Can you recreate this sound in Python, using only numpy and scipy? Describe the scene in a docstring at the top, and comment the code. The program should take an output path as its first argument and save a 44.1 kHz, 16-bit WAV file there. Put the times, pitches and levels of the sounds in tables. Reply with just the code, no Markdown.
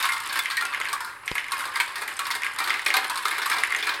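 """A ball-moving machine of plastic toy bricks runs about a metre away in a small room.
Lifts and levers strike the frame and excite its damped modes; beams ping, pins clink and hard balls
click together. Beneath them, random impacts of gears and rolling balls merge into a rattle, with a
fine gear hiss and a faint low rumble. Once something bumps softly right at the microphone."""
import sys
import numpy as np
from scipy import signal
from scipy.fft import rfft, irfft
from scipy.io import wavfile

SR = 44100
rng = np.random.default_rng(int(sys.argv[2]) if len(sys.argv) > 2 else 0)


def dump_mix(stems):
    """Bounce the given channels to the path in sys.argv[1] as a 16-bit WAV at rate SR."""
    frames = np.atleast_2d(stems).T  # one column per channel
    limited = np.clip(frames, -1, 1)  # hard clip at full scale
    pcm = np.round(limited * 32767).astype(np.int16)
    wavfile.write(sys.argv[1], SR, pcm)


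N = 176400
T = np.arange(int(.3 * SR)) / SR  # time axis of one impact, t/s

# All levels in the tables are relative; each source applies its own gain.
# Envelope of the rattle: t/s, middle level/dB, treble level/dB
RATTLE_ENVELOPE = [(0.0, -28, -26.5), (0.14, -42.5, -36.5), (0.41, -33, -30.5), (0.54, -39.5, -39.5),
                   (0.88, -35, -36), (1.09, -40.5, -72), (1.32, -43, -36.5), (1.47, -42, -41.5),
                   (1.6, -33, -31.5), (1.67, -36.5, -39), (1.99, -38.5, -39), (2.66, -36.5, -38),
                   (2.82, -39, -35.5), (2.96, -31.5, -35.5), (3.24, -34, -34.5), (3.44, -32.5, -30.5),
                   (3.81, -37, -34), (4.0, -32.5, -35.5)]
# Spectra of the rattle and of the low rumble: f/Hz, level/dB
RATTLE_SPECTRUM = [(120, -70), (200, -18.5), (322, -7), (519, -10), (569, -3), (647, -11.5), (1060, 4.5),
                   (1370, -0.5), (1590, 7), (2210, -2), (2750, -5.5), (4520, -15), (5230, -14.5),
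                   (5730, -23.5), (10100, -16.5), (13600, -28), (16000, -43)]
RUMBLE_SPECTRUM = [(20, 1), (50, 1.5), (80, 1.5), (108, 6), (140, -.5), (220, -.5), (400, 0), (1000, -41)]
# Blows on the frame: t/s, level/dB of (snap, hollow body, low ring, middle ring, bright edge), t60/s
FRAME_KNOCKS = [(0.0014, -19.5, -64, -19, -22, -32, 0.17), (0.0265, -12, -52, -18, -17, -26.5, 0.25),
                (0.0424, -21, -52, -15.5, -16, -41, 0.14), (0.0532, -17, -61, -16.5, -21, -27.5, 0.15),
                (0.0659, -35, -51, -20, -25, -51, 0.34), (0.0897, -22, -52, -25, -13, -29.5, 0.17),
                (0.1209, -17.5, -56, -21, -24, -27.5, 0.2), (0.1329, -19.5, -49, -18, -40, -32, 0.18),
                (0.1653, -23, -50, -24.5, -22, -41, 0.19), (0.2022, -25, -53, -24, -33, -39, 0.11),
                (0.2461, -23, -42, -23, -27, -65, 0.44), (0.2957, -18, -49, -28, -20.5, -45, 0.27),
                (0.3279, -21, -41, -31, -21.5, -28.5, 0.085), (0.3571, -19, -45, -22, -18.5, -30, 0.23),
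                (0.3722, -19, -40, -23, -22, -32, 0.12), (0.391, -16.5, -56, -22, -15, -28, 0.062),
                (0.5005, -18, -48, -21.5, -16, -31, 0.38), (0.5098, -15.5, -47, -31, -26, -44, 0.14),
                (0.5696, -14, -61, -42, -13, -31, 0.14), (0.61, -17, -42, -19.5, -29, -33, 0.091),
                (0.6221, -35, -35.5, -31, -22, -33, 0.17), (0.6522, -20.5, -38.5, -38, -19.5, -34, 0.13),
                (0.7279, -24.5, -51, -21, -19, -47, 0.48), (0.8002, -25, -37.5, -32, -34, -34, 0.09),
                (0.8866, -21, -39.5, -26, -22, -34, 0.42), (0.9291, -17, -62, -16.5, -19.5, -26.5, 0.13),
                (1.005, -23.5, -70, -19, -25, -32.5, 0.17), (1.0468, -23, -47, -22, -42, -34, 0.55),
                (1.2577, -38, -41, -41, -41, -34, 0.54), (1.3528, -24.5, -39.5, -22.5, -15.5, -30.5, 0.23),
                (1.5194, -15.5, -50, -21.5, -23, -26.5, 0.14), (1.5314, -37, -46, -21.5, -19.5, -47, 0.22),
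                (1.5958, -29, -49, -26, -20.5, -32, 0.22), (1.6069, -25, -48, -19, -25, -34, 0.17),
                (1.6534, -21, -36, -21, -25, -33, 0.22), (1.7578, -16, -55, -18, -14, -31, 0.14),
                (1.7712, -24, -41, -29, -38, -34, 0.16), (1.8007, -13, -40, -26, -15, -24, 0.16),
                (1.8069, -30, -42, -25, -18, -32, 0.02), (1.8785, -25, -45, -26, -53, -39, 0.26),
                (1.9564, -18.5, -52, -26.5, -20, -38, 0.23), (1.9802, -27, -34.5, -27.5, -26, -35, 0.36),
                (2.0191, -22, -34.5, -24, -20.5, -31, 0.12), (2.0775, -25, -40, -54, -21.5, -31.5, 0.3),
                (2.1915, -15.5, -49, -17, -20.5, -27.5, 0.11), (2.253, -20.5, -70, -47, -25, -40, 0.15),
                (2.2673, -21, -56, -23, -22.5, -31.5, 0.11), (2.3039, -22, -52, -20, -17, -31, 0.16),
                (2.3112, -12.5, -58, -25, -37, -37, 0.1), (2.3507, -17.5, -36.5, -27, -21, -27.5, 0.16),
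                (2.4454, -26, -42, -24.5, -16.5, -32, 0.24), (2.5866, -16, -43, -19.5, -17, -26.5, 0.11),
                (2.6019, -17, -31.5, -15.5, -14.5, -31, 0.42), (2.6409, -16, -49, -26, -24, -30, 0.28),
                (2.6754, -17, -39, -17.5, -20, -31, 0.14), (2.6958, -13.5, -33.5, -19, -29, -37, 0.58),
                (2.7416, -24, -38.5, -32, -18, -39, 0.31), (2.8622, -11.5, -32, -20.5, -11, -26.5, 0.057),
                (2.8828, -14, -30.5, -27, -17, -32, 0.26), (2.94, -9, -32, -13.5, -17, -24, 0.13),
                (2.9547, -15, -35, -38, -23, -39, 0.13), (2.9677, -9.5, -25, -19, -12.5, -25, 0.13),
                (3.0436, -19.5, -36.5, -26, -21, -33.5, 0.11), (3.0975, -17, -58, -17.5, -23, -26.5, 0.11),
                (3.1565, -19, -54, -18, -45, -32, 0.15), (3.1743, -17.5, -47, -38, -23, -30, 0.21),
                (3.2538, -13.5, -36, -14.5, -18, -30, 0.1), (3.2827, -18, -41, -22, -21, -32, 0.068),
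                (3.3106, -16.5, -37, -20, -12, -30, 0.45), (3.3823, -21, -35, -19.5, -27, -31, 0.11),
                (3.4177, -15.5, -38, -32, -18.5, -50, 0.16), (3.4597, -16.5, -46, -15.5, -19, -26, 0.14),
                (3.499, -18, -35, -22.5, -15, -25.5, 0.19), (3.5155, -16, -54, -17.5, -11.5, -35, 0.15),
                (3.5306, -14.5, -34, -18.5, -15.5, -33, 0.18), (3.5675, -23, -32, -23, -19, -36, 0.084),
                (3.5836, -15, -32, -19.5, -17.5, -30, 0.24), (3.706, -24, -38, -21, -16, -45, 0.27),
                (3.7626, -24, -35, -31, -25, -33, 0.1), (3.7873, -21, -41, -41, -19, -37, 0.072),
                (3.8261, -13, -34, -31, -14.5, -39, 0.27), (3.8693, -17, -37, -18.5, -15, -32, 0.14),
                (3.8924, -12, -32.5, -22, -16, -38, 0.14), (3.9392, -19, -38, -40, -22, -50, 0.12)]
# Spectra of the hollow body, snap and bright edge of struck plastic: f/Hz, level/dB
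BODY_SPECTRUM = [(150, -44), (250, -8.5), (330, 1), (460, 3), (620, -3), (700, 1), (790, 9.5), (880, 7.5),
                 (1100, -25), (2000, -60.5)]
SNAP_SPECTRUM = [(1500, -30), (2700, -6.5), (3600, 4.5), (4500, 2.5), (5200, -4), (5800, -8), (7000, -10.5),
                 (10000, -16)]
EDGE_SPECTRUM = [(3500, -13.5), (6000, -4), (7000, -1), (8700, 3.5), (10300, -1), (11900, -2), (13500, -7),
                 (16000, -30)]
# Normal modes of the frame: f/Hz, level/dB, t60/s
FRAME_MODES = [(917, -9, 0.12), (1082, -4, 0.54), (1237, 3.5, 0.14), (1480, -15, 0.077), (1629, -4.5, 0.16),
               (1770, -7, 0.099), (2155, -3.5, 0.072)]
# Glassy notes of pins and connectors: t/s, f/Hz, level/dB
PIN_CLINKS = [(.044, 6070, -26), (.0548, 9260, -25), (0.33, 7060, -30), (.392, 11670, -22),
              (0.569, 8400, -23), (.652, 8450, -25.5), (.8138, 6850, -29), (.9304, 9270, -25.5),
              (1.519, 8530, -29), (1.58, 9470, -29), (1.9597, 9240, -29), (2.168, 8700, -25.5),
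              (2.1916, 8600, -23), (2.818, 8600, -33), (2.877, 8700, -25), (2.967, 12100, -20),
              (3.08, 9200, -28), (3.3145, 10000, -26), (3.499, 8870, -20.5), (3.6358, 10640, -21),
              (3.763, 6400, -25.5)]
# Clear notes of struck beams and rails: t/s, f/Hz, level/dB, t60/s
BEAM_PINGS = [(.054, 1090, -29, 0.25), (.116, 2100, -23.5, 0.1), (.322, 1722, -31, .14),
              (0.359, 1585, -26.5, 0.16), (.391, 3506, -25, 0.1), (0.575, 1871, -22.5, 0.23),
              (.621, 1400, -22.5, 0.15), (.625, 2383, -33, .2), (0.653, 2616, -34, 0.24),
              (.8, 1317, -30, .11), (.886, 4091, -33, 0.08), (.931, 1114, -24.5, 0.12),
              (1.005, 5180, -44, .35), (1.519, 1104, -26, 0.23), (1.771, 1580, -26, 0.12),
              (1.8, 959, -25.5, 0.15), (1.807, 2202, -16.5, 0.085), (2.191, 1122, -31.5, 0.38),
              (2.310, 1041, -30.5, 0.18), (2.31, 4510, -34.5, 0.23), (2.351, 1813, -29, 0.23),
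              (2.864, 2153, -22, 0.13), (2.94, 3720, -24, 0.081), (2.940, 768, -27.5, 0.26),
              (2.94, 1566, -19.5, 0.11), (2.968, 2100, -23, 0.11), (3.174, 1091, -34, .15),
              (3.46, 1100, -30, 0.19), (3.498, 1245, -25.5, 0.29), (3.509, 1597, -26, 0.15),
              (3.872, 1730, -24, 0.12)]
# Collisions of ball with ball, plus a few short sharp clacks at the hardest blows on the frame: t/s, level/dB,
# f/Hz
BALL_CLICKS = [(0.4574, -2.5, 2060), (0.737, -9.5, 2180), (0.7468, -6, 2070), (0.8135, -7.5, 2070),
               (0.8541, -8.5, 2180), (1.2784, -4, 2130), (1.3545, -16, 2060), (1.3808, -3.5, 2080),
               (1.4426, -13.5, 2100), (1.4837, -14.5, 2130), (1.7529, -17, 2100), (1.8005, -1.5, 2235),
               (2.0803, -11, 2060), (2.4204, -10, 1940), (2.4339, -5, 2210), (2.4654, -6.5, 2000),
               (2.674, -12, 1910), (2.7043, 0.5, 2070), (2.7407, -7, 2140), (2.794, -10, 2000),
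               (2.8639, -5, 2290), (2.9037, -0.5, 2140), (2.9334, -14, 2200), (2.9408, -10, 2220),
               (2.9682, -7, 2140), (3.2555, -16, 2040), (3.6356, 1.5, 2010), (3.7243, -4, 2030),
               (3.7479, -2.5, 1970), (3.8075, -12, 2100)]
# Spectrum of the tick of ball contact: f/Hz, level/dB
BALL_TICK_SPECTRUM = [(1000, -49), (3000, 18), (4200, 3), (5300, 5), (6500, 5), (8500, 0.5), (11000, 4),
                      (13000, -5), (16000, -27)]
# Modes of the bump: f/Hz, level/dB, t60/s
BUMP_MODES = [(55, -15, 0.066), (168, -7, 0.022), (385, -2, 0.014), (513, -9, 0.027), (830, -7, 0.02),
              (1010, -1, 0.016)]


def undb(db):
    """Amplitude ratio of a level in decibels."""
    return 10 ** (np.asarray(db) / 20)


def unit(x):
    """Normalisation to rms 1."""
    return x / np.sqrt(np.mean(x ** 2))


def blow(x):
    """Normalisation to the energy of a 20 ms burst of rms 1."""
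    return x * np.sqrt(.02 * SR / np.sum(x ** 2))


def fade(t60):
    """Exponential damping: 60 dB in t60 seconds."""
    return np.exp(-np.log(1000) * T / t60)


def mode(hz, t60):
    """Free vibration of a damped oscillator."""
    return fade(t60) * np.sin(2 * np.pi * hz * T)


def hiss(envelope):
    """Dense modes that decay together sum to noise under one envelope."""
    return envelope * rng.standard_normal(len(T))


def band(x, edges_hz, order=2):
    """Butterworth band-pass filter."""
    return signal.sosfilt(signal.butter(order, edges_hz, "band", fs=SR, output="sos"), x)


def colour(x, spectrum, size=2048):
    """Minimum-phase filter through (f/Hz, level/dB) points, formed by folding the cepstrum."""
    hz, db = np.array(spectrum).T
    bin_hz = np.arange(size + 1) * SR / size / 2
    log_gain = np.log(undb(np.interp(np.log(bin_hz + 1), np.log(hz), db)))
    cepstrum = irfft(log_gain)[:size]
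    cepstrum[1:] *= 2
    response = irfft(np.exp(rfft(cepstrum, 2 * size)))[:size]
    return signal.fftconvolve(x, response)[:len(x)]


def add(out, s, x):
    """Superposition of x on out, starting at s seconds."""
    i = int(s * SR)
    out[i:i + len(x)] += x[:max(N - i, 0)]


def rumble():
    """Noise confined to low frequencies is heard as a faint, steady rumble."""
    return undb(-62) * unit(colour(rng.standard_normal(N), RUMBLE_SPECTRUM, size=8192))


def gear_hiss():
    """The gears give off stationary band-limited noise near 10 kHz."""
    return undb(-61.5) * unit(band(rng.standard_normal(N), (9700, 10500), order=1))


def gear_ticks(per_s=300, low_hz=891, high_hz=5523):
    """Shot noise: gear teeth and chain links strike at random, each with a crack and six damped modes."""
    t = T[:len(T) // 6]
    decay = fade(t60=.064)[:len(t)]
    crack = undb(-7) * fade(t60=.018)[:len(t)]
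    rings, crack_power = np.zeros((2, N))
    for when, chance, *pitches in rng.random((int(per_s * N / SR), 8)):
        hz = low_hz * (high_hz / low_hz) ** np.array(pitches)[:, None]
        strength = undb(1.5 * min(-np.log(chance), 3))
        modes = np.sqrt(hz / high_hz) * np.sin(2 * np.pi * hz * t)
        add(rings, when * N / SR, strength * decay * modes.mean(axis=0))
        add(crack_power, when * N / SR, (strength * crack) ** 2)
    return unit(rings + np.sqrt(crack_power) * rng.standard_normal(N))


def stud_taps(per_s=70):
    """Balls rolling over studs and seams make a Poisson train of bright, dry ticks."""
    impulses = (rng.random(N) < per_s / SR) * rng.random(N)
    envelope = signal.fftconvolve(impulses, fade(t60=.012))[:N]
    return unit(colour(envelope * rng.standard_normal(N), EDGE_SPECTRUM))


def rattle():
    """Gear ticks and rolling noise add incoherently; middle and treble follow separate envelopes."""
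    s, middle_db, treble_db = np.array(RATTLE_ENVELOPE).T
    t = np.arange(N) / SR
    rolling = undb(-4) * rng.standard_normal(N)
    running = colour(undb(-.5) * gear_ticks() + rolling, RATTLE_SPECTRUM)
    middle = unit(band(running, (220, 2800), order=3))
    treble = unit(band(running, (2800, 17000), order=3))
    treble = unit(treble + undb(-9) * stud_taps())
    return middle * undb(np.interp(t, s, middle_db)) + treble * undb(np.interp(t, s, treble_db) - 4.5)


def chatter(per_s=52, decay_s=.0084):
    """Envelope of a blow and the rebounds of loose parts: incoherent contacts add in power."""
    contacts = (rng.random(len(T)) < per_s / SR) * undb(3) ** 2 * np.exp(-T / decay_s)
    contacts[0] = 1
    power = signal.fftconvolve(contacts, fade(t60=.018) ** 2)[:len(T)]
    return np.sqrt(np.abs(power))


def part_ring(edges_hz, t60, count=6):
    """A small part vibrates freely in a few modes of random frequency, amplitude and phase."""
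    position, amplitude, phase = rng.random((3, count, 1))
    hz = edges_hz[0] + position * (edges_hz[1] - edges_hz[0])
    t = T[:len(T) // 3]
    modes = np.sum(amplitude * np.sin(2 * np.pi * (hz * t + phase)), axis=0)
    return np.pad(modes, (0, len(T) - len(t))) * fade(t60)


def frame_ring(low_db, middle_db, split_hz):
    """Modal superposition: a blow excites each frame mode with random strength and slight detuning."""
    modes = np.zeros(len(T))
    for hz, db, t60 in FRAME_MODES:
        amplitude, detune = rng.standard_normal(2)
        drive_db = low_db if hz < split_hz else middle_db
        modes += amplitude * undb(db + drive_db - 16.5) * mode(hz * (1 + .0072 * detune), t60)
    return band(modes, (800, 2800))


def lever_knocks():
    """Impulse excitation: a lever strikes, a brick cracks and pings, and the frame rings in dense modes."""
    low_hz, middle_hz, snap_hz, edge_hz = (915.3, 1511.6), (1493.3, 2538), (2778, 5586), (7700, 13000)
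    ping_gain = undb(-1)
    out = np.zeros(N)
    for s, snap_db, body_db, low_db, middle_db, edge_db, t60 in FRAME_KNOCKS:
        crack = chatter()
        bright_envelope = np.hypot(crack, undb(1.5) * fade(t60))
        ring_envelope = np.hypot(fade(t60), undb(-22) * crack)
        knock = undb(body_db - 7.5) * blow(colour(hiss(ring_envelope), BODY_SPECTRUM, size=1024))
        for spectrum, edges_hz, db in ((SNAP_SPECTRUM, snap_hz, snap_db - 17),
                                       (EDGE_SPECTRUM, edge_hz, edge_db - 8.5)):
            ping = blow(colour(part_ring(edges_hz, t60=.035), spectrum, size=256))
            dense = blow(colour(hiss(bright_envelope), spectrum, size=256))
            knock += undb(db) * blow(dense + ping_gain * ping)
        for edges_hz, db in ((low_hz, low_db - 12.5), (middle_hz, middle_db - 13.5)):
            ping = blow(band(part_ring(edges_hz, t60, count=3), edges_hz))
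            dense = blow(band(hiss(ring_envelope), edges_hz, order=3))
            knock += undb(db) * blow(dense + ping_gain * ping)
        add(out, s, knock + frame_ring(low_db, middle_db, split_hz=low_hz[1]))
    return out


def pin_clinks(t60=.022, spread=.39):
    """A small, hard part has high natural frequencies: one main mode with weaker ones around it."""
    out = np.zeros(N)
    for s, hz, db in PIN_CLINKS:
        side_modes = part_ring((hz * (1 - spread), hz * (1 + spread)), t60, count=4)
        add(out, s, undb(db - 2.5) * (mode(hz, t60) + undb(-4) * side_modes))
    return out


def beam_pings(beat_spread_hz=17):
    """Beating: two close modes of a struck beam start in phase and interfere as they decay."""
    out = np.zeros(N)
    onset = 1 - fade(t60=.012)
    for s, hz, db, t60 in BEAM_PINGS:
        beat_hz = beat_spread_hz * rng.standard_normal()
        pair = mode(hz, t60) + undb(-8) * mode(hz + beat_hz, t60)
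        add(out, s, undb(db - .5) * onset * pair)
    return out


def ball_clicks(rise_s=.00049):
    """Elastic collision of hard balls: a few cycles of a clear note, a tick and a short ring of the track."""
    out = np.zeros(N)
    pulse = (T / rise_s / 2) ** 2 * np.exp(2 - T / rise_s)
    envelope = pulse + undb(-15.5) * fade(t60=.054)
    for s, db, hz in BALL_CLICKS:
        note = band(envelope * np.sin(2 * np.pi * hz * T), (1000, 9000), order=1)
        tick = blow(colour(hiss(fade(t60=.012)), BALL_TICK_SPECTRUM, size=256))
        track = blow(band(hiss(fade(t60=.12)), (hz * .7, hz * 1.37)))
        add(out, s, undb(db - 10) * (note + undb(-25) * tick + undb(-18) * track))
    return out


def bump(start_s=1.3152):
    """Heavily damped low modes make a dull bump at the microphone, with a soft tick of contact."""
    out = np.zeros(N)
    modes = -sum(undb(db) * mode(hz, t60) for hz, db, t60 in BUMP_MODES)
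    tick = blow(band(hiss(fade(t60=.01)), (1400, 4000)))
    add(out, start_s, undb(-21) * (band(modes, (35, 4000)) + undb(-14) * tick))
    return out


def room(direct, t60=.39, gap_s=.0027):
    """Reverberation: a furnished room adds diffuse reflections whose treble is absorbed sooner."""
    low = band(hiss(fade(t60)), (150, 3000), order=1)
    treble = band(hiss(fade(.81 * t60)), (3000, 15000), order=1)
    tail = (low + undb(-8) * treble) * (T > gap_s) / np.sqrt(np.sum(fade(t60) ** 2))
    return direct + undb(-4) * signal.fftconvolve(direct, tail)[:N]


def scene():
    """Linear superposition of the running noises, the reverberant impacts and the close bump, in mono."""
    running = rumble() + gear_hiss() + rattle()
    impacts = lever_knocks() + pin_clinks() + beam_pings() + ball_clicks()
    return (running + room(impacts) + bump())[None]


def record(dry):
    """Band limiting: a steep elliptic low-pass removes the treble above 15.9 kHz."""
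    return signal.sosfilt(signal.ellip(10, .2, 80, 15900, fs=SR, output="sos"), dry)


dry = scene()
out = record(dry)
dump_mix(out)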